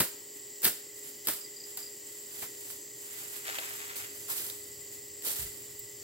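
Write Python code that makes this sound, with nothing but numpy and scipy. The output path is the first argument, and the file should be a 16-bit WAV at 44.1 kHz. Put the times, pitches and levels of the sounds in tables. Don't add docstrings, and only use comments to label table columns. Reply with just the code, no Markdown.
import sys
import numpy as np
from scipy import signal
from scipy.fft import rfft, irfft
from scipy.io import wavfile

SR = 44100
rng = np.random.default_rng(int(sys.argv[2]) if len(sys.argv) > 2 else 0)


def wav_record(signal):
    frames = np.transpose(np.atleast_2d(signal))
    bounded = np.clip(frames, -1, 1)
    quanta = np.round(bounded * 32767).astype(np.int16)
    wavfile.write(sys.argv[1], SR, quanta)


N = 265923
TIME, HZ = np.arange(N) / SR, np.fft.rfftfreq(N, 1 / SR)
BAND_LIMIT_HZ = 15900


def amp(db):
    return 10 ** (np.asarray(db) / 20)


def unit_rms(x):
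    return x / np.sqrt(np.mean(np.atleast_2d(x).mean(0) ** 2) + 1e-20)


def curve_at(points, hz):
    freq_hz, value = np.transpose(points)
    return np.interp(np.log(hz + 1), np.log(freq_hz + 1), value)


def add(mix, start_s, sound):
    part = mix[max(round(start_s * SR), 0):][:len(sound)]
    part += sound[:len(part)]


def drift(rate_hz):
    return unit_rms(irfft(rfft(rng.standard_normal(N)) * np.exp(-(HZ / rate_hz) ** 2), N))


def hiss():
    return rng.standard_normal((3, N))


def crackle(per_s, spread_db):
    breaks = hiss() * (rng.random((3, N)) < per_s / SR)
    return breaks * amp(spread_db * np.minimum(rng.exponential(1, (3, N)), 4))


def at_mic(x, lag_ms=0):
    apart = HZ ** 4 / (HZ ** 4 + 560 ** 4)
    left = irfft(rfft(x) * np.exp(-2j * np.pi * HZ * apart * lag_ms / 1000), N)
    return np.array([left, x])


def spread(trains, colour_db, coherence, lag_ms=0):
    share = np.clip(curve_at(coherence, HZ), 0, 1)
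    spectra = rfft(trains) * amp(colour_db)
    direct = at_mic(irfft(spectra[0] * np.sqrt(share), N), lag_ms)
    scattered = irfft(spectra[1:] * np.sqrt(1 - share), N)
    return unit_rms(direct + scattered)


def stroke(start_s, rise_s, hold_s, t60_s):
    swell = np.clip((TIME - start_s) / rise_s, 0, 1)
    return swell * amp(-60 * np.maximum(TIME - start_s - rise_s - hold_s, 0) / t60_s)


# freq_hz, relative_db
STALK_SPECTRUM = [(60, -41), (300, -6.5), (800, -11), (2000, -9.5), (3200, -5), (5000, -2.5), (6500, -6.5),
                  (8400, 2), (9500, 0), (13500, 3.5), (15700, 1.5)]
THUD_SPECTRUM = [(25, -27), (55, -9), (100, -1), (220, 3), (550, 1.5), (900, -4), (2000, -0.5), (5000, -13),
                 (16000, -62)]
# freq_hz, coherence
CUT_COHERENCE = [(100, 1), (600, 0.82), (1500, 1), (5000, 0.42), (15000, 0.15)]
# start_s, tear_db, rise_s, hold_s, t60_s, thud_db
CHOPS = [(0.000, -25.5, 0.0011, 0.0075, 0.22, -30.5), (0.624, -30.5, 0.012, 0.0061, 0.034, -45),
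         (0.642, -25, 0.0033, 0.028, 0.16, -36.5), (1.271, -30, 0.01, 0.01, 0.36, -37.5),
         (1.772, -42, .002, 0.0099, 0.44, -59), (2.418, -42, 0.006, 0.005, 0.22, -46.5)]


def chops():
    tear = thud = 0
    for start_s, tear_db, rise_s, hold_s, t60_s, thud_db in CHOPS:
        tear += amp(tear_db) * stroke(start_s, rise_s, hold_s, t60_s)
        thud += amp(thud_db) * stroke(start_s, rise_s + 0.47 * hold_s, 0.4 * hold_s, t60_s=0.15)
    breaks = crackle(per_s=14000, spread_db=2.0)
    fibres = spread(breaks, curve_at(STALK_SPECTRUM, HZ), CUT_COHERENCE, lag_ms=0.053)
    flicker = amp(1.15 * drift(290))
    bunch = spread(hiss(), curve_at(THUD_SPECTRUM, HZ), CUT_COHERENCE, lag_ms=0.049)
    return tear * fibres * flicker + thud * bunch


# start_s, level_db, resonance_hz, t60_s
KNOCKS = [(0.004, -19, 148, 0.028), (0.651, -37.5, 2100, 0.11), (1.283, -45, 2670, 0.068),
          (1.772, -42, 840, 0.033), (2.421, -47, 2350, 0.15), (2.428, -46, 680, 0.073),
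          (3.480, -49, 600, 0.19), (3.585, -46, 630, 0.15), (3.584, -34, 1790, 0.051),
          (3.585, -30.5, 2970, 0.039), (4.288, -45.5, 1110, 0.25), (4.397, -40, 380, 0.029),
          (4.499, -37.5, 4300, 0.046), (5.262, -42.5, 4570, 0.39), (5.268, -44.5, 434, 0.14)]


def knocks(sharpness=2.13, step_right_s=3.0):
    out, t, hz = np.zeros(N), np.arange(8192) / SR, np.fft.rfftfreq(8192, 1 / SR)[1:]
    for start_s, level_db, resonance_hz, t60_s in KNOCKS:
        detuning = sharpness * (hz / resonance_hz - resonance_hz / hz)
        colour = np.append(0, 1 / (1 + detuning ** 2 / 2))
        ring = unit_rms(irfft(colour * np.exp(2j * np.pi * rng.random(len(colour)))))
        envelope = amp(level_db - 60 * t / t60_s) * np.minimum(t * resonance_hz, 1)
        add(out, start_s, envelope * ring)
    moved = TIME > step_right_s
    return (at_mic(out * ~moved, lag_ms=0.1) + at_mic(out * moved, lag_ms=0.26)) * amp([[0.8], [-0.8]])


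# start_s, level_db, t60_s, treble_tilt_db_per_octave
SNAPS = [(0.0045, -18.5, 0.012, -7), (0.6185, -35, 0.025, 0.5), (0.633, -30, .010, 8),
         (0.6446, -17.5, .032, 5), (0.652, -14.5, 0.011, -4.5), (1.271, -21, 0.026, -0.5),
         (1.2848, -21, 0.013, -3.5), (1.7723, -28, 0.018, 2), (2.702, -38, 0.013, -6),
         (3.586, -32.5, 0.012, -7), (4.499, -32, 0.011, -2), (5.222, -36, .008, -1), (5.792, -31, .022, 44)]


def snaps(rise_s=0.00093):
    out, t, hz = np.zeros(N), np.arange(2048) / SR, np.fft.rfftfreq(2048, 1 / SR)
    treble_octaves = np.log2(np.maximum(hz, 2500) / 2500)
    passband = (hz < BAND_LIMIT_HZ) * hz / (hz + 500)
    for start_s, level_db, t60_s, tilt in SNAPS:
        colour = amp(curve_at(STALK_SPECTRUM, hz) + tilt * treble_octaves) * passband
        crack = unit_rms(irfft(rfft(rng.choice([-1, 1], len(t))) * colour))
        envelope = np.minimum(t / rise_s, 1) * amp(level_db - 60 * np.maximum(t - rise_s, 0) / t60_s)
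        add(out, start_s, envelope * crack)
    return at_mic(out, lag_ms=0.077)


# pitch_hz, width_hz, level_db, throbs_per_s, throb_depth
HISS_BANDS = [(2012, 85, -67, 17, 0.33), (3017, 67, -73.5, 35, 0.25), (4663, 200, -66, 40, 0.63),
              (6195, 90, -70.5, 21, 1), (7253, 790, -54.5, 36, 0.19), (7630, 440, -53.5, 27, 0.2)]


def throbbing_hiss():
    out = np.zeros((2, N))
    coherence = [(2000, 1.0), (3100, 1.0), (4800, 0.75), (6300, 0.8), (7500, 0.077)]
    for pitch_hz, width_hz, level_db, throbs_per_s, depth in HISS_BANDS:
        band_db = -40 * np.log10(1 + (2 * (HZ - pitch_hz) / width_hz) ** 2 / 2)
        throb_hz = throbs_per_s * (1 + 0.299 * drift(16))
        throb = 1 + depth * np.sin(2 * np.pi * np.cumsum(throb_hz) / SR)
        out += amp(level_db + 1.1 * drift(5.5)) * throb * spread(hiss(), band_db, coherence)
    return out


# time_s, pitch_hz, level_db
WHINE = [(0, 6120, -77), (2.2, 6170, -67), (2.85, 6230, -62), (3.0, 6330, -64), (4.0, 6300, -59),
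         (4.5, 6220, -62), (4.801, 6030, -77), (6.03, 6330, -67)]


def insect_whine(waver_hz=60):
    time_s, pitch_hz, level_db = np.transpose(WHINE)
    hz = np.interp(TIME, time_s, pitch_hz) + waver_hz * drift(92.3)
    gain = amp(np.interp(TIME, time_s, level_db) + 1.4 * drift(25))
    return at_mic(np.sqrt(2) * gain * np.sin(2 * np.pi * np.cumsum(hz) / SR))


# pitch_hz, level_db
MACHINE_TONES = [(410, -58), (569, -72.5), (775, -85.5), (888, -80), (980, -84.5), (1115, -82.5),
                 (1905, -69.5)]


def machine_hum():
    tones = np.zeros(N)
    for pitch_hz, level_db in MACHINE_TONES:
        gain = amp(level_db + 0.34 * drift(2.6))
        tones += gain * np.sin(2 * np.pi * np.cumsum(pitch_hz + drift(6.9)) / SR)
    return np.sqrt(2) * tones * amp([[0.6], [-0.6]])


# freq_hz, relative_db
MURMUR_SPECTRUM = [(25, -32), (45, -50), (75, -7.5), (135, -0.5), (180, -11.5), (290, 4), (400, 3.5),
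                   (530, -4), (720, -12), (1550, -18), (1880, -6.5), (2250, -10.5), (4000, -12.5),
                   (16000, -15)]
FIZZ_SPECTRUM = [(1500, -45), (2500, -13), (3150, -5.5), (3500, -10.5), (5100, 1), (6500, -6), (8300, -1.5),
                 (9600, -9), (13000, 0), (15500, 3)]
# freq_hz, coherence
AIR_COHERENCE = [(60, 0.7), (300, 0.95), (700, 0.74), (1400, 1), (3100, 0.94), (7000, 0.98), (15000, 0.03)]


def distance():
    murmur = amp(-57.5 + 0.5 * drift(7.6)) * spread(hiss(), curve_at(MURMUR_SPECTRUM, HZ), AIR_COHERENCE)
    fizz = amp(-50 + 0.31 * drift(6.6)) * spread(hiss(), curve_at(FIZZ_SPECTRUM, HZ), AIR_COHERENCE)
    return murmur * amp([[0.9], [-0.9]]) + fizz


# freq_hz, relative_db
GRASS_SPECTRUM = [(60, -14), (300, -10.5), (1200, -10.5), (2500, -5.5), (4500, -4.5), (6200, -5), (8400, 2),
                  (9700, -1), (13000, 3.5), (15700, -1)]
# freq_hz, coherence
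GRASS_COHERENCE = [(100, 0.73), (1000, 0.82), (2400, 0.64), (5000, 0.15), (8000, 0.085), (15000, 0.1)]
# start_s, level_db, rise_s, hold_s, t60_s
SWISHES = [(0.355, -51.5, 0.0097, 0.0059, .12), (0.41, -66, 0.013, 0.017, 0.13),
           (0.93, -50.5, 0.045, 0.011, .15), (1.01, -48, 0.045, 0.037, .35),
           (1.246, -44.5, 0.0044, 0.013, 0.11), (1.65, -50, 0.027, 0.037, 0.28),
           (2.035, -53.5, 0.027, 0.12, 1.2), (2.24, -43.5, .16, .04, .3), (2.489, -46, 0.21, .03, .35),
           (2.89, -45.5, .3, 0.035, 0.94), (3.24, -44.5, 0.096, 0.022, 0.54), (3.43, -45.5, 0.04, 0.3, 1.4),
           (3.955, -39.5, .005, 0.013, 0.48), (4.09, -48.5, 0.065, 0.076, 0.71),
           (4.275, -35, 0.026, .015, .4), (4.34, -36.5, .04, 0.021, 0.7), (4.91, -47.5, 0.028, 0.0064, .15),
           (5.224, -32.5, 0.041, 0.016, 0.42), (5.32, -40, .05, 0.067, 0.27),
           (5.46, -57, 0.009, 0.0074, .1)]


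def grass(settle_db=-14, settle_t60_s=2.4):
    breaks = crackle(per_s=24000, spread_db=3.0)
    leaves = spread(breaks, curve_at(GRASS_SPECTRUM, HZ), GRASS_COHERENCE, lag_ms=0.19)
    power = np.zeros(N)
    for start_s, level_db, rise_s, hold_s, t60_s in SWISHES:
        push = stroke(start_s, rise_s, hold_s, t60_s)
        settle = amp(settle_db) * stroke(start_s, rise_s, hold_s, settle_t60_s)
        power += (amp(level_db) * np.maximum(push, settle)) ** 2
    return np.sqrt(power) * leaves * amp(1.3 * drift(62)) * amp([[-0.7], [0.7]])


# start_s, level_db
CHIPS = [(1.406, -43), (1.442, -41.5), (1.560, -42.5), (1.598, -40.5), (1.634, -40), (1.785, -44.5),
         (1.824, -40), (1.858, -41)]


def bird(top_hz=5080, end_hz=4700, length_s=0.0134):
    out, t = np.zeros(N), np.arange(0, length_s, 1 / SR)
    envelope = np.sin(np.pi * (t / length_s) ** 1.6)
    for start_s, level_db in CHIPS:
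        hz = np.linspace(top_hz, end_hz, len(t)) * (1 + 0.0048 * rng.standard_normal())
        chip = amp(level_db) * envelope * np.sin(2 * np.pi * np.cumsum(hz) / SR)
        add(out, start_s, chip)
        add(out, start_s + 0.012, amp(-4.5) * chip)
    return at_mic(out)


# freq_hz, relative_db
FROND_SPECTRUM = [(100, -44.5), (400, -18), (1100, -6), (1450, -4), (1720, -3), (2100, -1), (3300, -6.5),
                  (5500, -11), (9000, -10), (16000, -39)]
# start_s, level_db, rise_s, hold_s
TUGS = [(2.97, -56.5, 0.24, .03), (3.28, -56.5, .08, 0.044), (3.43, -44, 0.05, 0.013),
        (3.53, -45.5, .015, 0.013), (3.612, -49, 0.0095, 0.09), (3.775, -49, 0.025, 0.021),
        (3.882, -48, 0.012, 0.017), (3.985, -49, 0.013, 0.017)]


def dry_frond(t60_s=0.5):
    coherence = [(200, 0.54), (1800, 0.82), (6000, 0.51)]
    breaks = crackle(per_s=2400, spread_db=2.5)
    rustle = spread(breaks, curve_at(FROND_SPECTRUM, HZ), coherence, lag_ms=0.29)
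    power = sum((amp(level_db) * stroke(start_s, rise_s, hold_s, t60_s)) ** 2
                for start_s, level_db, rise_s, hold_s in TUGS)
    return np.sqrt(power) * rustle * amp(0.71 * drift(60))


# freq_hz, relative_db
PUFF_SPECTRUM = [(20, -25), (55, 2.5), (85, 6.5), (125, -3), (220, -17), (600, -68)]
# time_s, level_db
RUMBLE = [(0, -91), (2.8, -74), (3.2, -68.5), (4.2, -68), (6.03, -64.5)]


def moving_air(rumble_pitch_ratio=1.38):
    time_s, level_db = np.transpose(RUMBLE)
    swell = amp(np.interp(TIME, time_s, level_db, left=-200, right=-200))
    rumble = swell * spread(hiss(), curve_at(PUFF_SPECTRUM, HZ / rumble_pitch_ratio), AIR_COHERENCE)
    bump = amp(-49) * stroke(start_s=5.38, rise_s=0.011, hold_s=0.088, t60_s=0.13)
    puff = bump * spread(hiss(), curve_at(PUFF_SPECTRUM, HZ), CUT_COHERENCE)
    return (rumble + puff) * amp([[0.9], [-0.9]])


# freq_hz, t60_s
GROVE_DECAY = [(100, 0.31), (1000, 0.54), (4000, 0.44), (15000, 0.34)]


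def grove_echo(x, build_s=0.031):
    reflections = rng.standard_normal((2, SR)) * (rng.random((2, SR)) < 0.15)
    hz, t, bands = signal.stft(reflections, SR, nperseg=256)
    envelope = amp(-60 * t / curve_at(GROVE_DECAY, hz)[:, None]) * np.minimum(t / build_s, 1)
    bass_cut = (hz / (hz + 400))[:, None]
    tail = signal.istft(bands * envelope * bass_cut, SR, nperseg=256)[1]
    return signal.fftconvolve(x, tail / np.linalg.norm(tail[0]), axes=1)[:, :N]


def mic_colour(x, port_hz=1800, port_db=3):
    ring_db = port_db / (1 + ((HZ - port_hz) / 250) ** 2)
    lean_db = curve_at([(100, 0.5), (700, 3.5), (1500, 0.5), (4500, 2.0), (8000, 0.2), (15000, -2.5)], HZ)
    return irfft(rfft(x) * amp([ring_db + lean_db / 2, ring_db - lean_db / 2]), N)


def scene():
    cuts = chops() + snaps() + knocks()
    leaves = grass() + dry_frond()
    chips = bird()
    echo = grove_echo(amp(-13) * cuts + amp(-11) * leaves + amp(-12) * chips)
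    ambience = throbbing_hiss() + insect_whine() + machine_hum() + distance() + moving_air()
    return mic_colour(cuts + leaves) + chips + echo + ambience


def record(dry):
    thin = signal.sosfilt(signal.butter(3, 45, "high", fs=SR, output="sos"), dry)
    lowpass = signal.firwin(401, BAND_LIMIT_HZ, window=("kaiser", 7), fs=SR)
    return signal.oaconvolve(thin, lowpass[None], "same")


dry = scene()
out = record(dry)
wav_record(out)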